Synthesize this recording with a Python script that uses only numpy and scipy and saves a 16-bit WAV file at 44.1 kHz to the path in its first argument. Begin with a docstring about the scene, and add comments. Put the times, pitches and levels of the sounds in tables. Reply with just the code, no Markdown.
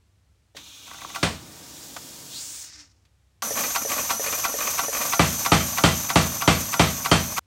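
"""A pneumatic power hammer in a workshop, heard through one microphone with faint shop noise and distant motors behind.
The supply valve opens: noise-made air hisses and rumbles in, the valve chatters, and the ram clunks onto its stop.
Then the exhaust hisses and whistles and the valve puffs and clacks once a stroke. The ram slides freely five times,
then lands seven blows: struck modes and decaying noise ring the frame and push the recorder into its limiter.
Just before the end everything but the background breaks off."""
import sys
import numpy as np
from scipy import signal
from scipy.fft import rfft, irfft, next_fast_len
from scipy.io import wavfile
from scipy.ndimage import uniform_filter1d, map_coordinates

SR = 44100
rng = np.random.default_rng(int(sys.argv[2]) if len(sys.argv) > 2 else 0)


def unload_wav(signal):
    """Save mono or channel-first audio to the path in sys.argv[1] as 16-bit WAV at rate SR, clipped to [-1, 1]."""
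    wavfile.write(
        sys.argv[1],
        SR,
        np.round(np.clip(np.atleast_2d(signal).T, -1, 1) * 32767).astype(np.int16),
    )


N = 328970
TIME = np.arange(N) / SR
START_S, STOP_S = 3.422, 7.394  # exhaust starts; machine breaks off
FIRST_TURN_S, FREE_STROKE_S, FREE_STROKES = 3.416, 0.344, 5  # the first strokes do not reach the anvil
KNOCK_DELAY_S = 0.0915  # from a reversal to the ram turning round


def from_db(db):
    """Decibels to gain."""
    return 10 ** (np.asarray(db) / 20)


def rms_one(x):
    """Scale to unit power."""
    return x / np.sqrt(np.mean(x ** 2) + 1e-20)


def along(rows, x):
    """Read each column of a curve at x."""
    first, *columns = np.transpose(rows)
    return [np.interp(x, first, column) for column in columns]


def at_hz(points, hz):
    """Read a spectrum on a log-frequency axis."""
    f, value = np.transpose(points)
    return np.interp(np.log(hz + 1e-3), np.log(f), value)


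def noise(spectrum, size=N):
    """Noise of a given colour that falls away steeply below the lowest point; rms 1."""
    padded = next_fast_len(size)
    hz = np.fft.rfftfreq(padded, 1 / SR)
    low_cut = np.minimum(hz / spectrum[0][0], 1) ** 2
    gain = from_db(at_hz(spectrum, hz)) * low_cut
    white = rng.standard_normal(padded)
    return rms_one(irfft(rfft(white) * gain, padded)[:size])


def wander(rate_hz):
    """Smooth random motion of rms 1, from noise through a double low-pass pole."""
    r = np.exp(-2 * np.pi * rate_hz / SR)
    return rms_one(signal.lfilter([1], [1, -2 * r, r * r], rng.standard_normal(N)))


def whistle(hz, spread_hz):
    """A resonance blown by turbulence: a tone of wandering strength and phase; rms 1."""
    phase = 2 * np.pi * np.cumsum(hz * np.ones(N)) / SR
    return rms_one(wander(spread_hz) * np.cos(phase) + wander(spread_hz) * np.sin(phase))


def add(out, s, sound):
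    """Mix a sound in at time s."""
    at = round(s * SR)
    out[at:at + len(sound)] += sound[:N - at]


def bursts(events, colour, gain_db, rise_s, decay_s, sag=0):
    """Short noise bursts that swell and die, half alike each time; the pitch of an air cavity sags as it opens."""
    size, lead = SR // 3, SR // 16
    t, out = (np.arange(size) - lead) / SR, np.zeros(N)
    envelope = np.exp(np.minimum(t / rise_s, -t / decay_s))
    # reading the noise ever more slowly lowers its pitch
    reading = np.cumsum(1 - sag * np.tanh(t / decay_s / 2 - 0.5))
    same = noise(colour, size=size)
    for s, db in events:
        mixed = rms_one(same + noise(colour, size=size))
        sound = map_coordinates(mixed, [reading], order=3)
        add(out, s - lead / SR, from_db(db + gain_db) * envelope * sound)
    return out


def ring(modes, t, uneven_db=0):
    """Struck modes die exponentially; the higher ones answer differently to each hit."""
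    out = 0
    for k, (hz, db, t60) in enumerate(modes):
        # unevenness grows up to 2 kHz: high modes depend on just where a hit lands
        chance_db = uneven_db * min(hz / 2000, 1) * rng.standard_normal()
        out = out + (-1) ** k * from_db(db + chance_db - 60 * t / t60) * np.sin(2 * np.pi * hz * t)
    return out


def dense_ring(spectrum, t60s, t):
    """Countless close modes: third-octave noise bands, each dying at its own rate; about rms 1 at the start."""
    out, power, edges = 0, 0, 90 * 2 ** (np.arange(23) / 3)
    for low, high in zip(edges, edges[1:]):
        hz = np.sqrt(low * high)
        dying = rng.standard_normal(len(t)) * from_db(-60 * t / at_hz(t60s, hz))
        gain = from_db(at_hz(spectrum, hz))
        band = signal.butter(2, [low, high], "band", fs=SR, output="sos")
        out = out + gain * signal.sosfilt(band, dying)
        power += gain ** 2 * (high - low) / (SR / 2)
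    return out / np.sqrt(power)


def through_steel(sound, lag_s, corner_hz):
    """Bending waves: the lows arrive after the highs, so every impact chirps downward."""
    size = 2 * len(sound)
    hz = np.fft.rfftfreq(size, 1 / SR)
    delay = np.exp(-2j * np.pi * lag_s * corner_hz * np.arctan(hz / corner_hz))
    return irfft(rfft(sound, size) * delay)[:len(sound)]


# Cylinder wall resonances: (frequency [Hz], width [Hz], level added to the direct sound [dB])
CASING_MODES = [(1111, 47, 10), (2463, 120, 3.5)]


def casing(x):
    """The cylinder's steel wall rings along with whatever moves inside it."""
    out = x
    for hz, width_hz, db in CASING_MODES:
        r = np.exp(-np.pi * width_hz / SR)
        zeros = (1 - r * r) / 2 * np.array([1, 0, -1])
        poles = [1, -2 * r * np.cos(2 * np.pi * hz / SR), r * r]
        out = out + from_db(db) * signal.lfilter(zeros, poles, x)
    return out


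def workshop(x, wet_db, t60):
    """Close steel surfaces throw back a short, dense echo."""
    t = np.arange(SR // 3) / SR
    echo = rng.standard_normal(len(t)) * from_db(-60 * t / t60) * (t > 0.002)
    wet = from_db(wet_db)
    reflected = signal.fftconvolve(x, echo / np.linalg.norm(echo))[:N]
    return (x + wet * reflected) / np.sqrt(1 + wet ** 2)


# Valve clacks over at the end of every stroke: (time [s], relative level [dB])
VALVE_REVERSALS = [(3.7593, -13.5), (4.1045, -13), (4.4492, -13), (4.7915, -13.5), (5.133, -13),
                   (5.4605, -13), (5.7828, -13), (6.101, -14.5), (6.4204, -15.5), (6.7387, -15),
                   (7.0581, -14.5), (7.379, -15)]


def reversals():
    """Times at which a stroke begins."""
    return np.array([FIRST_TURN_S] + [s for s, _ in VALVE_REVERSALS])


def striking_for(s):
    """Seconds of hammering gone by at time s."""
    return np.maximum(s - reversals()[FREE_STROKES], 0)


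def stroke_share():
    """How far through its stroke the ram is, 0 to 1."""
    turns = reversals()
    return np.interp(TIME, turns, np.arange(len(turns))) % 1


# Distant motors: (frequency [Hz], mean level [dB])
MOTOR_HUM = [(64.6, -69), (96.9, -68)]
# Colour of the shop noise: (frequency [Hz], relative level per Hz [dB])
SHOP_COLOUR = [(30, -12), (75, 9), (140, -4), (250, -12), (1100, -20), (7500, -25.5), (16000, -38.5)]


def background():
    """Distant motors hum as slowly wavering tones over faint, steady shop noise."""
    hum = 0
    for hz, db in MOTOR_HUM:
        level = from_db(db + 1.5 * wander(2.8)) * np.sqrt(2)
        hum = hum + level * np.sin(2 * np.pi * hz * TIME + 0.54 * wander(2))
    return hum + from_db(-65) * noise(SHOP_COLOUR)


# Air jet in the supply valve: (time [s], relative level [dB])
JET_LEVEL = [(.6, -49.5), (1.19, -42.5), (1.39, -50), (1.8, -43.5), (2.29, -43), (2.41, -36.5),
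             (2.82, -40.5), (2.88, -55), (3.02, -70)]
# The jet's colour as the valve opens and the pressure evens out: (time [s], stage [0-3])
OPENING_STAGE = [(1.14, 0), (1.3, 1), (2.28, 1), (2.42, 2), (2.62, 2), (2.71, 3)]
# Jet colours of stages 0 to 3: (frequency [Hz], relative level per Hz [dB])
CRACKED_COLOUR = [(500, -19), (1300, -10), (2050, -20.5), (2350, -2.5), (2600, -8.5), (3500, 0),
                  (4800, -10.5), (6200, -1), (7800, -10), (10000, -15), (15500, -17.5)]
OPEN_COLOUR = [(500, -5), (1500, -18.5), (3000, -2.5), (5500, 3.5), (7200, 3.5), (10300, -4), (15500, -5)]
RUSH_COLOUR = [(600, -19), (1900, -16.5), (3200, -11.5), (4800, -6.5), (7000, 0.5), (9000, -5),
               (11200, -18.5), (15500, -13)]
DYING_COLOUR = [(700, -22), (2000, -6.5), (3100, -13), (5600, 2.5), (8300, -12), (10500, -28), (15500, -34)]
# Colour of the pipe's rumble: (frequency [Hz], relative level per Hz [dB])
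PIPE_COLOUR = [(60, -4.5), (170, 0), (300, 0), (520, -6), (1100, -8.5), (2500, -13.5), (6000, -56)]
# Rumble in the pipe, before the flow's fades: (time [s], level [dB])
PIPE_RUMBLE = [(0.55, -51.5), (0.72, -63), (0.86, -59), (1.16, -48.5), (2.27, -50), (2.51, -58.5),
               (3.0, -78.5)]


def filling():
    """Air squeezes through the supply valve and rumbles down the pipe until the pressure is level."""
    jet_db, = along(JET_LEVEL, TIME)
    stage, = along(OPENING_STAGE, TIME)
    pipe_db, = along(PIPE_RUMBLE, TIME)
    flowing = np.interp(TIME, [0.545, 0.565, 2.95, 3.15], [0, 1, 1, 0])
    jet = 0
    for k, colour in enumerate([CRACKED_COLOUR, OPEN_COLOUR, RUSH_COLOUR, DYING_COLOUR]):
        share = np.sqrt(np.clip(1 - abs(stage - k), 0, 1))  # equal-power blend between stages
        jet = jet + share * noise(colour)
    # the last of the flow is 9 dB weaker and unsteady
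    levelled = np.clip(stage - 2, 0, 1)
    sputter_db = (0.5 + 2.2 * levelled) * wander(60) - 9 * levelled
    hiss = from_db(jet_db + 1 + sputter_db) * jet
    rumble = from_db(pipe_db) * noise(PIPE_COLOUR)
    return flowing * (hiss + valve_seat() + rumble)


UNSEATING_S, UNSEATING_DB = 0.549, -37  # relative level of the knock
SEAT_HZ, SEAT_DB, SEAT_FADE_DB_PER_S = 3620, -51.5, 6.5
FLARE_S, FLARE_WIDTH_S, FLARE_DB, FLARE_RISE_HZ = 2.37, 0.054, -39.5, 1310


def valve_seat():
    """The seat's breathy whistle fades slowly, then flares and glides up as the valve opens wide."""
    opened = (TIME - FLARE_S) / FLARE_WIDTH_S
    wide = (1 + np.tanh(opened)) / 2
    narrow = from_db(SEAT_DB - SEAT_FADE_DB_PER_S * (TIME - UNSEATING_S)) * (1 - wide)
    flare = from_db(FLARE_DB) * np.exp(-opened ** 2)
    return (narrow + flare) * whistle(SEAT_HZ + FLARE_RISE_HZ * wide, spread_hz=770)


# Air column in the cylinder: (settled frequency [Hz], relative level [dB], t60 [s])
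AIR_COLUMN = [(423, -5.5, 0.056), (532, -5, 0.067), (610, -8, 0.059), (1690, -15, 0.053)]


def hollow_knocks(sag=0.17, sag_s=0.0065):
    """Unseating and free turns ring the cylinder's air; the pitch starts high and settles as the ram moves off."""
    events = [(UNSEATING_S, UNSEATING_DB)]
    events += [(s + KNOCK_DELAY_S, -18) for s in reversals()[:FREE_STROKES]]
    t, out = np.arange(SR // 4) / SR, np.zeros(N)
    clock = t + sag * sag_s * (1 - np.exp(-t / sag_s))
    air = sum(from_db(db - 60 * t / t60) * np.sin(2 * np.pi * hz * clock) for hz, db, t60 in AIR_COLUMN)
    for s, db in events:
        add(out, s, from_db(db) * air * (1 - np.exp(-t / 0.0008)))
    return out


# Sharp clicks of the machine, one of them the bright crack of the clunk: (time [s], relative level [dB])
SHARP_CLICKS = [(0.5671, -28), (1.2311, -16), (3.052, -54.5), (3.4226, -30)]
# Colour of a click, also of the spool's crack: (frequency [Hz], relative level per Hz [dB])
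CLICK_COLOUR = [(400, -19), (1500, -3), (3300, 1), (5200, -1), (8000, -10), (15000, -23.5)]


def sharp_clicks():
    """Sharp clicks of the machine, one of them the bright crack of the clunk: noise bursts with a very fast rise."""
    return bursts(SHARP_CLICKS, CLICK_COLOUR, gain_db=-5, rise_s=0.00033, decay_s=0.0087)


# Valve chatters as pressure builds; the last row throws it open: (time [s], relative level [dB])
VALVE_CHATTER = [(.876, -37.5), (.912, -38), (.941, -33.5), (0.986, -41), (1.017, -31.5), (1.047, -36),
                 (1.1, -32.5), (1.158, -20.5), (3.4214, -19)]
# Colour of a puff at the valve: (frequency [Hz], relative level per Hz [dB])
PUFF_COLOUR = [(400, -16.5), (1130, 0), (1650, -15.5), (2250, -3), (2520, -2), (2850, -13.5), (12000, -18)]


def puffs():
    """Air squirts past the spool 7 ms before it clacks, in bursts of sagging pitch."""
    events = [(s - 0.007, db) for s, db in VALVE_CHATTER[:-1] + VALVE_REVERSALS]
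    return bursts(events, PUFF_COLOUR, gain_db=-9.5, rise_s=0.0041, decay_s=0.013, sag=0.1)


# Valve body, before each hit's unevenness: (frequency [Hz], relative level [dB], t60 [s])
VALVE_BODY = [(683, -19, 0.21), (796, -15.5, 0.15), (936, -16.5, 0.13), (1124, 4.5, 0.017),
              (1165, -6, .074), (1330, -17.5, 0.19), (1390, -16, 0.21), (1515, -11.5, 0.063),
              (1990, -14, 0.06)]


def clacks(crack_db=-10, crack_decay_s=0.011):
    """The spool hits its end stop: a bright crack, then the body rings; glancing touches ring it less evenly."""
    events = VALVE_CHATTER + VALVE_REVERSALS
    t, out = np.arange(SR // 4) / SR, np.zeros(N)
    hardest_db = max(db for _, db in events)
    for s, db in events:
        crack = from_db(crack_db) * noise(CLICK_COLOUR, size=len(t)) * np.exp(-t / crack_decay_s)
        body = ring(VALVE_BODY, t, uneven_db=2 + (hardest_db - db) / 5)
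        add(out, s, from_db(db) * (crack + through_steel(body, lag_s=0.00802, corner_hz=601)))
    return out


# Frame and anvil, before each hit's unevenness: (frequency [Hz], relative level [dB], t60 [s])
FRAME_MODES = [(60, -27.5, 0.44), (81, -19.5, 0.44), (84, -29, 0.36), (103.4, -15, 0.16),
               (113.7, -35.5, .9), (137, -29.5, .9), (172.8, -13, 0.23), (158.8, -23.5, 0.46),
               (215, -26.5, 0.49), (235, -26.5, .48), (304, -3.5, 0.029), (325.3, -22.5, .25),
               (503.6, -28.5, 0.28), (586, -22.5, 0.1), (651, -26.5, .4), (700, -18.5, .15),
               (805, -27, 0.17), (892, -11.5, 0.037), (1140, -23.5, 0.24), (1172, -14.5, 0.077),
               (1270, -16.5, 0.13), (1363, -32, 0.32), (1424, -30.5, .2), (1984, -25, .17),
               (2096, -30.5, .27), (2325, -25, 0.14), (2800, -26.5, .1), (3142, -27, 0.27),
               (3530, -30.5, 0.21), (4000, -28, 0.16), (4332, -31.5, 0.31), (4430, -27.5, .15)]
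# The crowd of smaller steel modes: (frequency [Hz], relative level per Hz [dB])
CLANG_COLOUR = [(100, -13.5), (400, 2.5), (900, 0), (2600, -6.5), (4200, -8.5), (8500, -13), (11000, -40.5)]
# How long the clang and the rattle last: (frequency [Hz], t60 [s])
STEEL_T60 = [(100, 0.54), (400, 0.28), (1500, 0.28), (4000, 0.37), (12000, 0.35)]
# Colour of the rattling loose parts: (frequency [Hz], relative level per Hz [dB])
RATTLE_COLOUR = [(250, -11.5), (600, 1.5), (2500, -0.5), (4500, -8.5), (8000, -13), (16000, -37.5)]
# Colour of the hall's answer to a blow: (frequency [Hz], relative level per Hz [dB])
HALL_COLOUR = [(90, 3), (220, 6), (400, -15), (1200, -7), (4000, -32.5)]


def frame_blows(events, modes_db, clang_db, rattle_db, rattle_s, jolt_db, echo_db):
    """Blows ring the frame: lows near alike, top modes uneven, loose parts jolting and rattling, the hall answering."""
    t, out = np.arange(SR) / SR, np.zeros(N)
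    clang = from_db(clang_db) * dense_ring(CLANG_COLOUR, STEEL_T60, t) * (1 - np.exp(-t / 0.0011))
    hall_t60 = [(100, 0.88), (10000, 0.44)]  # (frequency [Hz], t60 [s])
    hall = from_db(echo_db) * dense_ring(HALL_COLOUR, hall_t60, t) * (1 - np.exp(-t / 0.01))
    for s, force_db in events:
        rattle = from_db(rattle_db) * (1 - np.exp(-t / rattle_s))
        jolt = from_db(jolt_db) * np.exp(-t / 0.013)
        loose = (rattle + jolt) * dense_ring(RATTLE_COLOUR, STEEL_T60, t)
        frame = from_db(modes_db) * ring(FRAME_MODES, t, uneven_db=3.5) + clang + loose
        add(out, s, from_db(force_db) * through_steel(frame + hall, lag_s=0.006, corner_hz=401.6))
    return out


def stop_clunk():
    """The ram lands softly on its stop as the machine fills, ringing the frame once."""
    return frame_blows([(1.2281, -8.5)], modes_db=1.0, clang_db=-13.5, rattle_db=-15.5,
                       rattle_s=0.0087, jolt_db=-17.5, echo_db=-29)


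# One dry, short valve tap: (time [s], relative level [dB])
VALVE_TAP = (1.965, -21.5)
# Colour of the valve's tap and the linkage's taps: (frequency [Hz], relative level per Hz [dB])
TAP_COLOUR = [(200, -50), (600, 2), (1120, 1), (1700, -5), (3000, -9), (6000, -11.5), (13000, -27.5)]


def valve_tap():
    """One dry, short valve tap: a noise burst with a fast rise."""
    return bursts([VALVE_TAP], TAP_COLOUR, gain_db=-6.5, rise_s=0.00073, decay_s=0.0078)


GROAN_S, GROAN_WIDTH_S, GROAN_HZ, GROAN_SAG_HZ_PER_S = 2.805, 0.037, 297, 330


def groan():
    """The last air flutters the valve seat: a tone sinking in pitch, with a breathy rasp above."""
    t = TIME - GROAN_S
    phase = 2 * np.pi * np.cumsum(GROAN_HZ - GROAN_SAG_HZ_PER_S * t) / SR
    tone = np.sqrt(2) * np.sin(phase)
    rasp = whistle(1950, spread_hz=760)
    swell = np.exp(-(t / GROAN_WIDTH_S) ** 2 / 2)
    return swell * (from_db(-63.5) * tone + from_db(-57) * rasp)


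# Colour of the exhaust jet: (frequency [Hz], relative level per Hz [dB])
EXHAUST_COLOUR = [(62, 2.5), (200, -6), (2000, -4.5), (3600, -4.5), (5000, -1.5), (6300, 7), (7700, -1),
                  (9500, -0.5), (10400, -15), (11500, -3.5), (12600, 1), (13900, -5), (15500, -8)]
# Exhaust port's whistles, before bending: (frequency [Hz], spread [Hz], relative level [dB])
PORT_WHISTLES = [(6057, 104, -32), (6300, 170, -41), (6700, 74, -41.5), (7290, 87, -44.5),
                 (9360, 100, -45.5)]
EXHAUST_DB, SAG_DB_PER_S = -29, 2  # overall gain, and its fall as hammering draws the pressure down
SLACK_AT, SLACK_WIDTH, SLACK_DB = 0.23, 0.17, 4  # middle and half-width [shares of a stroke], loss of hiss
EDGE_HZ, EDGE_DB, EDGE_DROP_HZ, EDGE_DROP_DB = 11980, -7, 600, 4  # relative to the exhaust; drops when slack


def exhaust():
    """The exhaust jet hisses and blows its port and edge into whistling; the flow slackens once a stroke."""
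    slack = np.exp(-(np.sin(np.pi * (stroke_share() - SLACK_AT)) / (np.pi * SLACK_WIDTH)) ** 2)
    jet = from_db(-0.8 - SLACK_DB * slack + 1.4 * wander(31)) * noise(EXHAUST_COLOUR)
    edge_hz = EDGE_HZ - EDGE_DROP_HZ * slack
    bend = (edge_hz / edge_hz.mean()) ** 0.35  # a faster flow pulls the port's tones up a little too
    port = from_db(27) * sum(from_db(db) * whistle(hz * bend, spread) for hz, spread, db in PORT_WHISTLES)
    edge_level = from_db(EDGE_DB - EDGE_DROP_DB * slack)
    edge_tone = edge_level * whistle(edge_hz * (1 + 0.011 * wander(23)), spread_hz=310)
    gain = from_db(EXHAUST_DB - SAG_DB_PER_S * striking_for(TIME))
    return (TIME > START_S) * gain * (jet + port + edge_tone)


# Colour of the ram sliding in its cylinder: (frequency [Hz], relative level per Hz [dB])
SLIDE_COLOUR = [(100, -37), (220, 5.5), (350, -11), (560, 4.5), (850, -3), (1300, -2.5), (3000, -13.5),
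                (6000, -11.5)]


def ram_slide():
    """The ram's sliding noise follows its speed, which is nil at both ends of travel."""
    travel = np.interp(stroke_share(), [0, KNOCK_DELAY_S / FREE_STROKE_S, 1], [0, 1, 2])
    speed = abs(np.sin(np.pi * travel))
    top_speed_db = np.where(striking_for(TIME) > 0, -40.5, -37.5)  # striking, free; before the wall's ring
    rubbing = speed * from_db(top_speed_db + 4.4 * wander(31)) * noise(SLIDE_COLOUR)
    return (TIME > START_S) * casing(rubbing)


# Tight spots of the ram's guides: (time after the reversal [s], relative level [dB])
GUIDE_SPOTS = [(0.138, -22.5), (0.158, -18.5), (.176, -22.5), (0.222, -17.5)]
# Colour of the rasp in the guides: (frequency [Hz], relative level per Hz [dB])
RASP_COLOUR = [(250, -10), (600, -0.5), (1150, -3.5), (2500, -4.5), (3300, -12.5), (7000, -13),
               (13000, -20)]


def guide_rubs():
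    """Each free stroke passes every tight spot."""
    return [(s + delay, db) for s in reversals()[:FREE_STROKES] for delay, db in GUIDE_SPOTS]


def guide_rasps():
    """In a free stroke the ram rasps over the tight spots: bursts of rough noise."""
    return bursts(guide_rubs(), RASP_COLOUR, gain_db=-8.5, rise_s=0.0021, decay_s=0.019)


def ticks(events, gain_db, damping):
    """Light steel contacts ring only the frame's upper modes, in a new mix each time, cut short by damping [1/s]."""
    t, out = np.arange(SR // 4) / SR, np.zeros(N)
    upper = [mode for mode in FRAME_MODES if mode[0] > 1000]
    for s, db in events:
        tick = ring(upper, t, uneven_db=5) * np.exp(-damping * t)
        add(out, s + rng.normal(0, 0.003), from_db(db + gain_db) * tick)
    return out


def guide_ticks():
    """The ram ticks against the tight spots of its guides, ringing the upper frame."""
    return ticks(guide_rubs(), gain_db=2.5, damping=64)


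def linkage_taps():
    """The linkage taps 54 ms ahead of each reversal, ever more lightly once the ram strikes."""
    events = [(s - 0.054, -21.5 - 2.5 * striking_for(s)) for s, _ in VALVE_REVERSALS]
    return bursts(events, TAP_COLOUR, gain_db=-12, rise_s=0.0028, decay_s=0.016)


# Ram lands on the anvil: (time [s], relative force [dB])
ANVIL_BLOWS = [(5.1931, -2), (5.5176, 0), (5.837, 0), (6.1568, -.5), (6.4758, -.5), (6.7946, -.5),
               (7.1139, -.5)]


def anvil_blows():
    """The ram lands hard on the anvil and rings the frame."""
    return frame_blows(ANVIL_BLOWS, modes_db=0.5, clang_db=-17.5, rattle_db=-15.5,
                       rattle_s=0.024, jolt_db=-14.5, echo_db=-27.5)


# Loose steel parts fall back: (mean time after the blow [s], level relative to its force, before gain [dB])
PART_JUMPS = [(.04, -2.5), (.075, -4.5)]


def loose_parts():
    """Loose steel parts jump after a blow and tick as they fall back."""
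    events = [(s + delay * rng.uniform(0.8, 1.2), force_db + db)
              for s, force_db in ANVIL_BLOWS for delay, db in PART_JUMPS]
    return ticks(events, gain_db=-11.5, damping=7.1)


def scene():
    """Air and small parts pass through the near echo; everything but the background breaks off at the end."""
    air = filling() + groan() + exhaust() + puffs() + hollow_knocks()  # the puffs bypass the steel wall
    parts = ram_slide() + casing(guide_rasps() + linkage_taps() + sharp_clicks())
    air_and_parts = workshop(air + parts, wet_db=-7.5, t60=0.08)
    ram = stop_clunk() + anvil_blows() + guide_ticks() + loose_parts()
    sounding = np.clip((STOP_S - TIME) / 0.001, 0, 1)
    machine = air_and_parts + valve_tap() + clacks() + ram
    return (machine * sounding + background())[None]


def record(dry, threshold_db=-4.5, release_db_per_s=60):
    """Behind the microphone a limiter ducks the loudest blows, peaks are rounded and the top is cut."""
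    level_db = 20 * np.log10(uniform_filter1d(abs(dry[0]), size=24) + 1e-6)
    over_db = np.maximum(level_db - threshold_db, 0)
    # the gain recovers at a steady rate
    release_db = release_db_per_s * TIME
    held_db = np.maximum.accumulate(over_db + release_db) - release_db
    limited = dry * from_db(-uniform_filter1d(held_db, size=64))
    rounded = limited / (1 + (limited / 0.57) ** 6) ** (1 / 6)
    low_pass = signal.ellip(10, 0.1, 80, 15800, fs=SR, output="sos")  # cut-off 15.8 kHz
    return signal.sosfilt(low_pass, rounded)


dry = scene()
out = record(dry)
unload_wav(out)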